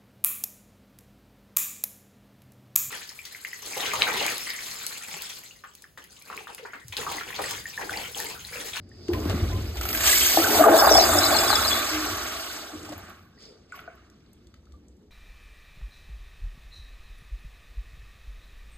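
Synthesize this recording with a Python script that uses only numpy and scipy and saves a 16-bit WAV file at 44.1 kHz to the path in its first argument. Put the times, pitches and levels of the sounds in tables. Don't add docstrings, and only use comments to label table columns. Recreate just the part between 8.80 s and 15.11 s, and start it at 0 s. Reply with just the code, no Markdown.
import sys
import numpy as np
from scipy import signal
from scipy.fft import rfft, irfft, next_fast_len
from scipy.io import wavfile
from scipy.ndimage import uniform_filter1d, minimum_filter1d

SR = 44100
rng = np.random.default_rng(int(sys.argv[2]) if len(sys.argv) > 2 else 0)


def waveform_to_disk(signal):
    frames = np.transpose(np.atleast_2d(signal))
    scaled = np.clip(frames, -1, 1) * 32767
    samples = np.round(scaled).astype(np.int16)
    wavfile.write(sys.argv[1], SR, samples)


N = 278196


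def gain_of(db):
    return 10 ** (np.asarray(db) / 20)


def unit_rms(x):
    return x / np.sqrt(np.mean(x ** 2) + 1e-20)


def spectrum(points):
    f, value = np.transpose(points)
    return lambda hz: np.interp(np.log(hz + 1), np.log(f + 1), value)


def resonances(rows):
    return lambda hz: 10 * np.log10(sum(
        gain_of(db) ** 2 / (1 + (2 * (hz - f) / width) ** 2) ** 1.25 for f, width, db in rows))


def envelopes(rows):
    times, *columns = np.transpose(rows)
    return [np.interp(np.arange(N) / SR, times, column) for column in columns]


def swells(rows):
    t = np.arange(N) / SR
    return sum(gain_of(db - np.maximum(rise * (s - t), fall * (t - s))) for s, db, rise, fall in rows)


def add(mix, start_s, sound):
    part = mix[round(start_s * SR):][:len(sound)]
    part += sound[:len(part)]


def noises(spectra, patchy_db, flicker_db, size):
    frames, bins = 4 * N // size + 5, size // 2 + 1
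    a, b, c, d, patches = rng.standard_normal((frames, bins, 5)).T
    patches = unit_rms(uniform_filter1d(uniform_filter1d(patches, size=7, axis=0), size=9, axis=1))
    flicker = unit_rms(uniform_filter1d(rng.exponential(1, frames) - 1, size=3))
    z = np.array([a + 1j * b, c + 1j * d]) * gain_of(patchy_db * patches + flicker_db * flicker)
    hz = np.fft.rfftfreq(size, 1 / SR)
    shaped = (z * gain_of(shape_db(hz))[:, None] for shape_db in spectra)
    return [unit_rms(signal.istft(x, nperseg=size, noverlap=3 * size // 4)[1][:, :N]) for x in shaped]


def bubble(hz, cycles, rise, swell_cycles=0.31):
    u = np.arange(0, 2 * cycles, hz / SR)
    envelope = np.minimum(u / swell_cycles, 1) * np.exp(-0.87 * (u / cycles) ** 2)
    return envelope * np.sin(2 * np.pi * u * (1 + rise * u / cycles / 2))


def swarm(lo_hz, hi_hz, per_s, cycles, rise, spread_db, pitches):
    out = np.zeros((2, N))
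    for hz in np.geomspace(lo_hz, hi_hz, pitches):
        luck = rng.random((2, N), dtype=np.float32) / (per_s / pitches / SR)
        born, train = luck < 1, np.zeros((2, N))
        train[born] = gain_of(-spread_db * np.log(np.maximum(luck[born], np.exp(-4))))
        ring = bubble(hz, cycles, rise * rng.uniform(-0.77, 1))
        out += signal.oaconvolve(train, ring[None], axes=1)[:, :N]
    return out


def room_noise():
    # frequency in Hz, spectral density in dB.
    density = [(30, -10.5), (48, 5.5), (100, -9), (200, 5.5), (350, -12), (600, -18), (1500, -30),
               (4000, -39.5), (9000, -49), (16000, -64)]
    return gain_of(-60) * noises([spectrum(density)], patchy_db=1.8, flicker_db=1.2, size=1024)[0]


def tile_reverb(x):
    t60 = spectrum([(100, 0.27), (1000, 0.3), (5000, 0.3), (15000, 0.18)])
    hz, t, z = signal.stft(rng.standard_normal((2, SR // 2)), SR, nperseg=256)
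    tail = signal.istft(z * gain_of(-60 * t / t60(hz)[:, None]), SR, nperseg=256)[1]
    return signal.fftconvolve(x[None], tail / np.linalg.norm(tail[0]), axes=1)[:, :N]


def in_bowl(x):
    # frequency in Hz, gain in dB.
    response = [(150, -42.5), (300, -23.5), (500, -14), (620, -2), (800, 0), (900, 0), (990, -5),
                (1150, -1), (1350, -1), (1600, 1), (1780, -8), (2050, -2), (2400, -10.5), (5000, -35),
                (9000, -71.5)]
    hz = abs(np.fft.fftfreq(4096, 1 / SR))
    log_gain = np.log(gain_of(spectrum(response)(hz)))
    taps = np.fft.ifft(np.exp(np.conj(signal.hilbert(log_gain)))).real[:2048]
    return signal.oaconvolve(np.atleast_2d(x), taps[None], axes=1)[:, :N]


def plumbing():
    # frequency in Hz, spectral density in dB.
    rumble = [(25, -25.5), (40, -14), (52, 9), (68, 26.5), (80, -4.5), (110, -32.5)]
    # frequency in Hz, width in Hz, level in dB.
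    pipe_modes = [(90.4, 5.1, 5), (125, 30, -18.5), (215.5, 130, -20.5)]
    bowl_modes = [(240, 14, -4), (306, 8, 6), (356, 12, 2), (416, 9, 2), (474, 110, -11)]
    # time in seconds, then the levels of rumble, pipe ring and bowl drone in dB.
    levels = [(0, -78.5, -51.5, -64), (.28, -58.5, -49, -53), (.33, -43, -37.5, -36.5),
              (.42, -40, -37, -38.5), (.5, -35, -30, -35.5), (.58, -41, -32, -38.5),
              (.65, -32.5, -30, -38.5), (.76, -36, -33, -42), (.95, -36.5, -41.5, -46.5),
              (1.2, -40.5, -50, -39), (1.5, -43.5, -57.5, -41), (1.6, -58.5, -44, -31.5),
              (1.87, -39, -42, -25), (2.0, -45, -45, -28.5), (2.15, -39.5, -45, -26),
              (2.4, -44, -36.5, -34), (2.9, -46, -47.5, -36.5), (3.1, -49.5, -54.5, -38),
              (3.3, -45.5, -46.5, -43), (3.6, -54, -60, -45.5), (3.92, -66, -64, -52.5),
              (3.95, -70, -42.5, -46), (4.05, -65.5, -51, -47), (4.14, -63, -46.5, -51.5),
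              (4.25, -66, -50, -59), (4.52, -76, -64, -69.5), (4.72, -71, -67, -63), (4.9, -67, -61.5, -67),
              (5.05, -64, -65, -57.5), (5.3, -62, -57.5, -64.5), (5.9, -58, -61, -65.5),
              (6.3, -59.5, -64, -63)]
    spectra = [spectrum(rumble), resonances(pipe_modes), resonances(bowl_modes)]
    layers = noises(spectra, patchy_db=2.0, flicker_db=1.1, size=4096)
    return sum(gain_of(db) * layer for db, layer in zip(envelopes(levels), layers))


def valve_flow():
    # frequency in Hz, width in Hz, level in dB.
    hiss_bands = [(4880, 480, 4.5), (3640, 400, -9)]
    hum_bands = [(445, 70, 0)]
    # time of the peak in seconds, level in dB, rise and fall in dB per second.
    hiss_swells = [(.27, -50, 92.5, 26.5), (4.605, -58, 500, 116), (4.655, -54, 200, 145)]
    hum_swells = [(4.655, -58.5, 200, 64), (4.73, -59.5, 99, 110)]
    spectra = [resonances(hiss_bands), resonances(hum_bands)]
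    hiss, hum = noises(spectra, patchy_db=2.0, flicker_db=0.85, size=1024)
    return swells(hiss_swells) * hiss + swells(hum_swells) * hum


def ticks():
    # start in seconds, level in dB, centre in Hz, width as a share of the centre.
    impacts = [(0.0904, -54, 7050, 0.3), (0.283, -31.5, 2570, 0.69), (0.3324, -38, 12800, 0.14),
               (0.334, -24, 2600, 0.46), (0.342, -37, 2400, 0.21), (0.401, -37, 4910, 0.28),
               (0.497, -26, 2960, 0.55), (4.03, -38, 6800, 0.15), (4.092, -40, 7500, 0.3),
               (4.1786, -37.5, 13300, 0.2), (4.193, -46, 14000, 0.1), (4.297, -46, 12000, 0.11),
               (4.605, -53, 6420, 0.21), (4.653, -44, 5030, 0.2), (4.6903, -52.5, 5180, 0.36),
               (4.922, -47.5, 7600, 0.062), (4.957, -51, 12000, 0.13), (4.964, -50, 13000, 0.12),
               (5.003, -53, 12300, 0.12), (4.9573, -53, 3560, 0.81), (4.9915, -38.5, 2210, 0.57),
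               (5.1537, -59, 13540, 0.12), (5.2994, -54, 5520, 0.6), (5.463, -60, 4000, 0.15),
               (5.515, -59, 4400, 0.12), (5.5313, -53, 9000, 0.35), (5.546, -59, 4000, 0.15),
               (5.67, -53, 3660, 0.6), (5.7409, -49, 2600, 0.75), (5.8546, -56.5, 4104, 0.43),
               (5.9213, -51.5, 3870, 0.49), (6.0824, -53, 6900, 0.22), (6.1681, -67.5, 6620, 0.37)]
    out, t = np.zeros(N), np.arange(8000) / SR
    hz = np.fft.rfftfreq(len(t), 1 / SR) + 1
    attack_s, t60_s = 0.0004, 0.02
    envelope = np.minimum(t / attack_s, 1) * gain_of(-60 * t / t60_s)
    for start, db, centre, width in impacts:
        band = np.exp(-(np.log(hz / centre) / width) ** 2 / 2)
        burst = unit_rms(irfft(rfft(rng.standard_normal(len(t))) * band))
        add(out, start, gain_of(db) * envelope * burst)
    return out


def valve_knocks():
    # frequency in Hz, level in dB, time to fall 60 dB in seconds.
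    valve_modes = [(352, 0, .055), (255, -19, .08), (1020, -32, .1)]
    # start in seconds, level in dB.
    knocks = [(.2888, -10.5), (.303, -24), (.3115, -23), (.32, -25), (.495, -27), (.632, -25), (.808, -30)]
    out, t = np.zeros(N), np.arange(8000) / SR
    ring = sum(gain_of(db - 60 * t / t60) * np.sin(2 * np.pi * hz * t) for hz, db, t60 in valve_modes)
    attack = np.minimum(t / 0.004, 1)
    for start, db in knocks:
        add(out, start, gain_of(db) * attack * ring)
    return out


def water_hammer():
    # start in seconds, level in dB, pitch in Hz.
    thuds = [(.332, -19, 83.4), (0.366, -21, 85.8), (.402, -23.5, 86.3), (0.453, -23.5, 75.6),
             (0.458, -21, 187.6), (0.498, -16, 85.3), (0.537, -14.5, 202.7), (.545, -29, 80),
             (0.584, -18.5, 85.5), (.622, -13.5, 76.7), (0.65, -25, 90.5), (0.679, -19, 90),
             (0.718, -21, 78.2), (0.741, -23, 77.4), (.773, -25, 82), (0.812, -23, 83.4),
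             (0.835, -24, 82.5), (0.868, -26.5, 79.5), (0.923, -30, 84.9), (3.941, -42, 89.4),
             (4.12, -38, 90.8)]
    out = np.zeros(N)
    for start, db, hz in thuds:
        add(out, start, gain_of(db) * bubble(hz, cycles=1.4, rise=0, swell_cycles=0.71))
    return out


def air_whistles():
    # start in seconds, level in dB, pitch in Hz, length in cycles, pitch rise as a share.
    glides = [(1.975, -30, 4280, 260, 0.11), (1.984, -19.5, 5200, 190, 0.031),
              (2.035, -22.5, 4890, 220, -0.012), (2.091, -14.5, 4690, 49, 0.064),
              (2.097, -19, 5520, 170, 0.12), (2.098, -17, 5240, 670, 0.05), (2.145, -21.5, 5160, 210, 0.11),
              (2.167, -16, 4730, 88, 0.051), (2.191, -20, 3980, 120, 0.037),
              (2.197, -30, 6460, 150, -0.046), (2.204, -19.5, 5100, 170, -0.062),
              (2.235, -18.5, 4750, 71, 0.041), (2.331, -29, 7440, 240, -0.072),
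              (2.37, -27.5, 6700, 140, -0.059), (2.379, -20, 5390.0, 140, -0.095),
              (2.406, -25.5, 3930, 55, -0.0022), (2.423, -20.5, 3970, 110, 0.035),
              (2.436, -22.5, 5200, 200, -0.053), (2.441, -35, 7060, 96, 0.02),
              (2.451, -25.5, 4760, 140, 0.011), (2.532, -23, 4320, 230, -0.035),
              (2.537, -24.5, 4670, 86, 0.014), (2.583, -19, 4740, 71, 0.11), (2.599, -34, 7330, 330, 0.02),
              (2.67, -23.5, 5330, 294, -0.18), (2.702, -22, 4460, 234, -0.17),
              (2.733, -31.5, 7530, 170, -0.045), (2.743, -26.5, 3646, 142, -0.11),
              (2.753, -18, 5220, 61, -0.05), (2.831, -26, 3720, 175, 0.13), (2.869, -16, 5020, 140, -0.071),
              (2.902, -20, 3410, 140, -0.0041), (2.94, -28.5, 3950, 180, 0.0),
              (2.977, -27.5, 3500, 73, 0.03)]
    out = np.zeros(N)
    for start, db, hz, cycles, rise in glides:
        progress = np.arange(0, 1, hz / cycles / SR)
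        drift = unit_rms(uniform_filter1d(rng.standard_normal((2, 6000)), size=150, axis=1))
        waver, flutter = drift[:, :len(progress)]
        turns = np.cumsum(hz * (1 + rise * progress + 0.009 * waver)) / SR
        envelope = gain_of(db + 5.5 * flutter) * signal.windows.tukey(len(progress), 0.6)
        add(out, start, envelope * np.sin(2 * np.pi * turns))
    return out


def air_sizzle():
    # time in seconds, level in dB.
    levels = [(1.7, -87), (1.96, -30.5), (2.2, -30.5), (2.5, -29.5), (2.75, -29.5), (2.95, -33), (3.1, -43),
              (3.6, -90)]
    sizzle = swarm(3350, 5300, per_s=450, cycles=70, rise=-0.1, spread_db=4, pitches=12)
    return gain_of(envelopes(levels)[0]) * unit_rms(sizzle)


def spurts():
    # start in seconds, lift in dB.
    lifts = [(.336, 5), (.498, 5), (.955, 5), (.97, 8), (1.011, 13), (1.031, 8), (1.053, 12), (1.088, 12),
             (1.105, 6), (1.129, 11), (1.148, 8), (1.174, 7), (1.206, 6), (1.235, 5), (4.049, 6), (4.09, 5),
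             (4.122, 9), (4.296, 4)]
    t, sag_s = np.arange(N) / SR, 0.014
    return gain_of(sum(db * (t > start) * np.exp(-abs(t - start) / sag_s) for start, db in lifts))


def water_jets():
    # frequency in Hz, spectral density in dB.
    patter_band = [(1200, -21), (1700, -3), (2050, 9), (2400, 9), (2900, 3.5), (3800, -52)]
    splash_band = [(2200, -30), (3000, -2), (3600, 0), (4300, -1), (5000, -1), (6000, -4), (7500, -30)]
    spray_band = [(4000, -8.5), (5800, 2.5), (7500, 9), (9000, 4.5), (10500, -2.5), (13000, -15.5)]
    mist_band = [(8000, -30), (10500, -2.5), (12000, -2.5), (13500, 2.5), (15000, 7.5), (16000, -12.5)]
    # time in seconds, jet force in dB, then mist and patter relative to it in dB.
    flow = [(0, -91.5, -10, 14), (.26, -73.5, -9, 6.5), (.34, -61.5, 7.5, -3.5), (.5, -54.5, 0, 10),
            (.93, -58.5, -1.5, 4), (1.15, -48, 8, 5), (1.22, -37.5, -0.5, -3), (1.28, -23, -6, -5),
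            (1.34, -27, 0, -4), (1.42, -27, -2.5, -3), (1.68, -34, 3, -2.5), (1.76, -29.5, -1.5, -5),
            (1.84, -33.5, 4, -1), (1.89, -38.5, 1, 3.5), (1.98, -27, -3.5, -13), (2.03, -35, 5.5, -1.5),
            (2.15, -29, -4, -4.5), (2.97, -34, -4, -1.5), (3.02, -38.5, -3.5, 1.5), (3.75, -47, -4.5, 0),
            (3.95, -56.5, -6.5, 1.5), (4.25, -62.5, -9.5, 8), (4.45, -80, 4, 11.5), (4.57, -84, -10, 8),
            (4.63, -69.5, -28, 3), (4.74, -80, -25, 7), (4.88, -82.5, -40, 6), (4.96, -67.5, 6, 15),
            (5.06, -80.5, -9, 20), (5.4, -84.5, -20.5, 8), (6.3, -91.5, -14.5, 7)]
    # time in seconds, level over the force in dB.
    splash_levels = [(0, 10), (.3, 8.5), (.9, 9.5), (1.25, -1.5), (1.6, 4), (1.9, -3.5), (2.05, -18),
                     (2.9, -5.5), (3.1, 4.5), (4.2, 5.5), (4.5, 10.5), (6.3, 12.5)]
    spectra = [spectrum(band) for band in (patter_band, splash_band, spray_band, mist_band)]
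    patter, splash, spray, mist = noises(spectra, patchy_db=2.43, flicker_db=0.32, size=256)
    plinks = swarm(1700, 2900, per_s=900, cycles=35, rise=0.1, spread_db=6, pitches=6)
    patter = unit_rms(patter + 0.55 * unit_rms(plinks))
    force_db, mist_db, patter_db = envelopes(flow)
    airborne = gain_of(1.5) * spray + gain_of(5 + mist_db) * mist
    on_porcelain = gain_of(patter_db) * patter + gain_of(envelopes(splash_levels)[0]) * splash
    return gain_of(force_db) * (airborne + on_porcelain)


def trap_gurgle():
    # time in seconds, level in dB, small bubbles relative to large ones in dB.
    levels = [(0, -82, 3), (.27, -61.5, -7.5), (.3, -44, -13), (.5, -43, 0.5), (.93, -52, -3.5),
              (1.15, -49.5, 0), (1.26, -35, 2.5), (1.4, -45.5, 8.5), (1.55, -37.5, -3), (1.59, -35, 1),
              (1.76, -25, -8), (1.84, -20, 0.5), (1.9, -19, -3.5), (1.96, -20, -5.5), (2.08, -18.5, -2),
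              (2.135, -22, -7), (2.17, -17, -8), (2.21, -26.5, -11), (2.25, -26, 0.5), (2.6, -26.5, -1.5),
              (2.8, -32, 3), (3.4, -41.5, 6), (3.85, -48.5, 1.5), (3.92, -48.5, 0), (4.0, -56, 4.5),
              (4.15, -48.5, -3.5), (4.32, -57, 6.5), (4.45, -71.5, 7.5), (4.9, -73.5, 0),
              (4.97, -57.5, -5.5), (5.14, -69.5, 12), (5.22, -70.5, 7), (5.4, -78, 5.5), (6.3, -81, -6.5)]
    level_db, small_db = envelopes(levels)
    large = swarm(479, 910, per_s=2200, cycles=4.6, rise=0.25, spread_db=5.5, pitches=9)
    small = swarm(1000, 1750, per_s=3800, cycles=12, rise=0.25, spread_db=4.5, pitches=10)
    return gain_of(level_db) * (unit_rms(in_bowl(large)) + gain_of(small_db) * unit_rms(in_bowl(small)))


def single_bubbles():
    # start in seconds, level in dB, pitch in Hz, length in cycles, relative pop level in dB.
    pockets = [(0.115, -45, 1820, 9.7, 5), (0.338, -29, 1825, 5.5, 5), (.343, -30, 1023, 16, 0),
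               (.42, -39, 1040, 17, 0), (.456, -18, 275, 1.3, -20), (.47, -25.5, 301, 5.7, -20),
               (.541, -18.5, 260.7, 2.6, -20), (0.711, -39, 1017, 39, 2), (.755, -40, 1037, 29, -10.5),
               (1.01, -29, 1361, 9.3, -3), (1.054, -27.5, 1360, 11, 1.5), (1.101, -31, 1369, 9.6, -3.5),
               (1.128, -29, 1330, 10, -2.5), (1.146, -26.5, 1590, 14, 2.5), (1.205, -27, 1789, 13, -1),
               (1.237, -26.5, 1530, 10, -2), (1.29, -19, 1670, 21, -1), (1.329, -13, 1959, 9, 2),
               (1.333, -20.5, 1683, 14, 5.5), (1.358, -20.5, 2187, 11, 4), (1.424, -18, 3214, 32, -1),
               (1.462, -23, 1578, 11, 0), (1.466, -21, 3035, 15, 3), (1.573, -2, 706, 2.4, 1),
               (1.575, -16, 329.5, 12, 2.5), (1.618, -21.5, 1328, 18, -2), (1.643, -15, 1507, 12, 5.5),
               (1.668, -22, 1328, 14, 4.5), (1.792, -8.5, 626, 14, -2), (1.808, -6, 705, 8.4, 11),
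               (1.806, -13, 289.6, 9.2, 2.5), (1.838, -5.5, 1188, 10, 9), (1.854, -16.5, 425, 17, 1.5),
               (1.866, 1.5, 649, 5, -3.5), (1.866, -8, 464, 5.7, 4.5), (1.883, -3, 808, 6.1, 3.5),
               (1.891, -5.5, 554, 3.1, -0.5), (1.891, -12, 306, 5.6, -3.5), (1.912, -12.5, 324, 8, -2),
               (1.927, -10, 739, 5.2, 8), (1.939, -4, 627, 5.6, 13.5), (1.94, -14.5, 433, 6.8, 2),
               (1.964, -18, 723, 4.4, 4.5), (2.004, -16.5, 983, 11, 0.5), (2.022, -10, 774, 7.2, 7),
               (2.039, -9.5, 851, 8, 1), (2.071, -11.5, 865, 6.3, 2), (2.087, -15.5, 789, 8, 1),
               (2.112, -1.5, 576, 3.9, -0.5), (2.112, -11, 472, 4.4, -2), (2.115, -22, 313.3, 8.8, 4),
               (2.154, -4.5, 756, 5.4, 5), (2.183, -3.5, 685, 5.6, 19), (2.209, -12, 718, 3.3, 5),
               (2.292, -13, 626, 4.3, 2), (2.33, -12, 1206, 3.2, -0.5), (2.352, -16.5, 705, 7, 3),
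               (2.513, -13.5, 737, 7.4, 13.5), (2.549, -16, 863, 12, 8), (2.703, -8, 1191, 2.1, 21.5),
               (2.704, -15.5, 770, 2.8, 3.5), (2.728, -11.5, 865, 6.2, 16), (2.729, -11.5, 1352, 2.2, 6),
               (2.78, -20.5, 1279, 7.4, 7.5), (2.848, -24.5, 902, 8.1, 5), (3.11, -29, 307, 36, -20),
               (3.2, -33.5, 299, 31, -20), (3.93, -32.5, 299, 11, -20), (4.02, -42, 303, 12, -20),
               (4.095, -35, 297, 12, -20), (4.577, -51, 1900, 8.1, 5), (4.921, -35, 2154, 5, -4),
               (4.923, -29.5, 1415, 8.4, -9.5), (4.934, -48, 1250, 6.9, 0), (4.941, -37.5, 1105, 10.5, 18),
               (4.962, -52, 900, 8.6, -3), (4.976, -45, 710, 6, -3), (5.014, -51, 410, 7.2, -3),
               (4.991, -35, 1358, 6.2, 3), (5.017, -45.5, 1376, 8.2, 4), (5.04, -41, 1376, 6.3, 7),
               (5.077, -34, 680, 7.4, 10), (5.077, -34, 1448, 7.07, -1.5), (5.078, -44, 466, 4, -1.5),
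               (5.74, -55, 1280, 6.1, -0.5), (5.87, -55, 1304, 5.2, 3.5), (5.937, -56, 1167, 18, 0)]
    tones, pops = np.zeros(N), np.zeros(N)
    for start, db, hz, cycles, pop_db in pockets:
        rise = 0.05 * min(3.3 / cycles, 1)
        add(tones, start, gain_of(db) * bubble(hz, cycles, rise, swell_cycles=0.22 * cycles))
        add(pops, start, gain_of([db + pop_db]))
    low_cut = signal.butter(2, 240, "high", fs=SR, output="sos")
    return signal.sosfilt(low_cut, tones) + in_bowl(pops)[0]


def scene():
    blows = ticks() + valve_knocks() + water_hammer() + single_bubbles()
    whistles = air_whistles()
    direct = (blows + whistles) * [[1], [0]]
    floor = room_noise()
    reverb = gain_of(-7) * tile_reverb(blows + gain_of(-4) * whistles)
    pipes = plumbing()
    water = spurts() * (trap_gurgle() + water_jets())
    return floor + reverb + pipes + valve_flow() + air_sizzle() + water + direct


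def gain_control(x):
    threshold_db, share, release_db_per_s = -17.5, 0.1, 97.5
    power_db = 10 * np.log10(abs(uniform_filter1d(x[0] ** 2, size=400)) + 1e-12)
    fall_db = np.arange(N) * release_db_per_s / SR
    held_db = np.maximum.accumulate(power_db + fall_db) - fall_db
    excess_db = np.maximum(held_db - threshold_db, 0)
    return x / gain_of(share * uniform_filter1d(excess_db, size=200))


def stereo_image(x):
    # frequency in Hz, phase lead of left over right in radians.
    phase_leads = [(0, 0), (500, -.45), (950, -1.0), (1600, 0), (2600, 2.4), (3900, 1), (4900, 2),
                   (5500, np.pi), (7000, 2 * np.pi), (8100, 2 * np.pi), (9700, 3 * np.pi),
                   (10800, 3 * np.pi), (11900, 4 * np.pi), (13000, 4 * np.pi), (14700, 5 * np.pi),
                   (17000, 5 * np.pi)]
    # frequency in Hz, coherence from 0 to 1.
    coherences = [(130, 1), (250, 0.96), (500, 0.77), (900, 0.78), (1500, 1), (2500, 0.65), (4400, 0.13),
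                  (5500, 1), (6300, 1)]
    # frequency in Hz, left minus right level in dB.
    balances = [(60, 0), (200, .7), (600, 1.5), (1200, -1), (2700, -1.8), (4500, -1.2), (6500, 0),
                (15000, 0)]
    size = next_fast_len(N + 4096)
    hz = np.fft.rfftfreq(size, 1 / SR)
    common, right_only = rfft(x, size)
    lead = np.interp(hz, *np.transpose(phase_leads))
    treble_coherence = 1 - 0.3 * np.sin(lead) ** 2
    coherence = np.clip(np.where(hz < 6300, spectrum(coherences)(hz), treble_coherence), 0, 1)
    right = (coherence * common + np.sqrt(1 - coherence ** 2) * right_only) * np.exp(-1j * lead)
    tilt = gain_of(spectrum(balances)(hz) / 2)
    return irfft(np.array([common * tilt, right / tilt]), size)[:, :N]


def record(dry):
    pair = stereo_image(gain_control(dry))
    ceiling, top_hz = 0.88, 15900
    safe_gain = np.minimum(ceiling / (abs(pair).max(0) + 1e-9), 1)
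    pair = pair * uniform_filter1d(minimum_filter1d(safe_gain, size=257), size=129)
    low_cut = signal.butter(2, 36, "high", fs=SR, output="sos")
    high_cut = signal.firwin(511, top_hz, window=("kaiser", 9), fs=SR)
    return signal.oaconvolve(signal.sosfilt(low_cut, pair), high_cut[None], "same")


dry = scene()
out = record(dry)
waveform_to_disk(out)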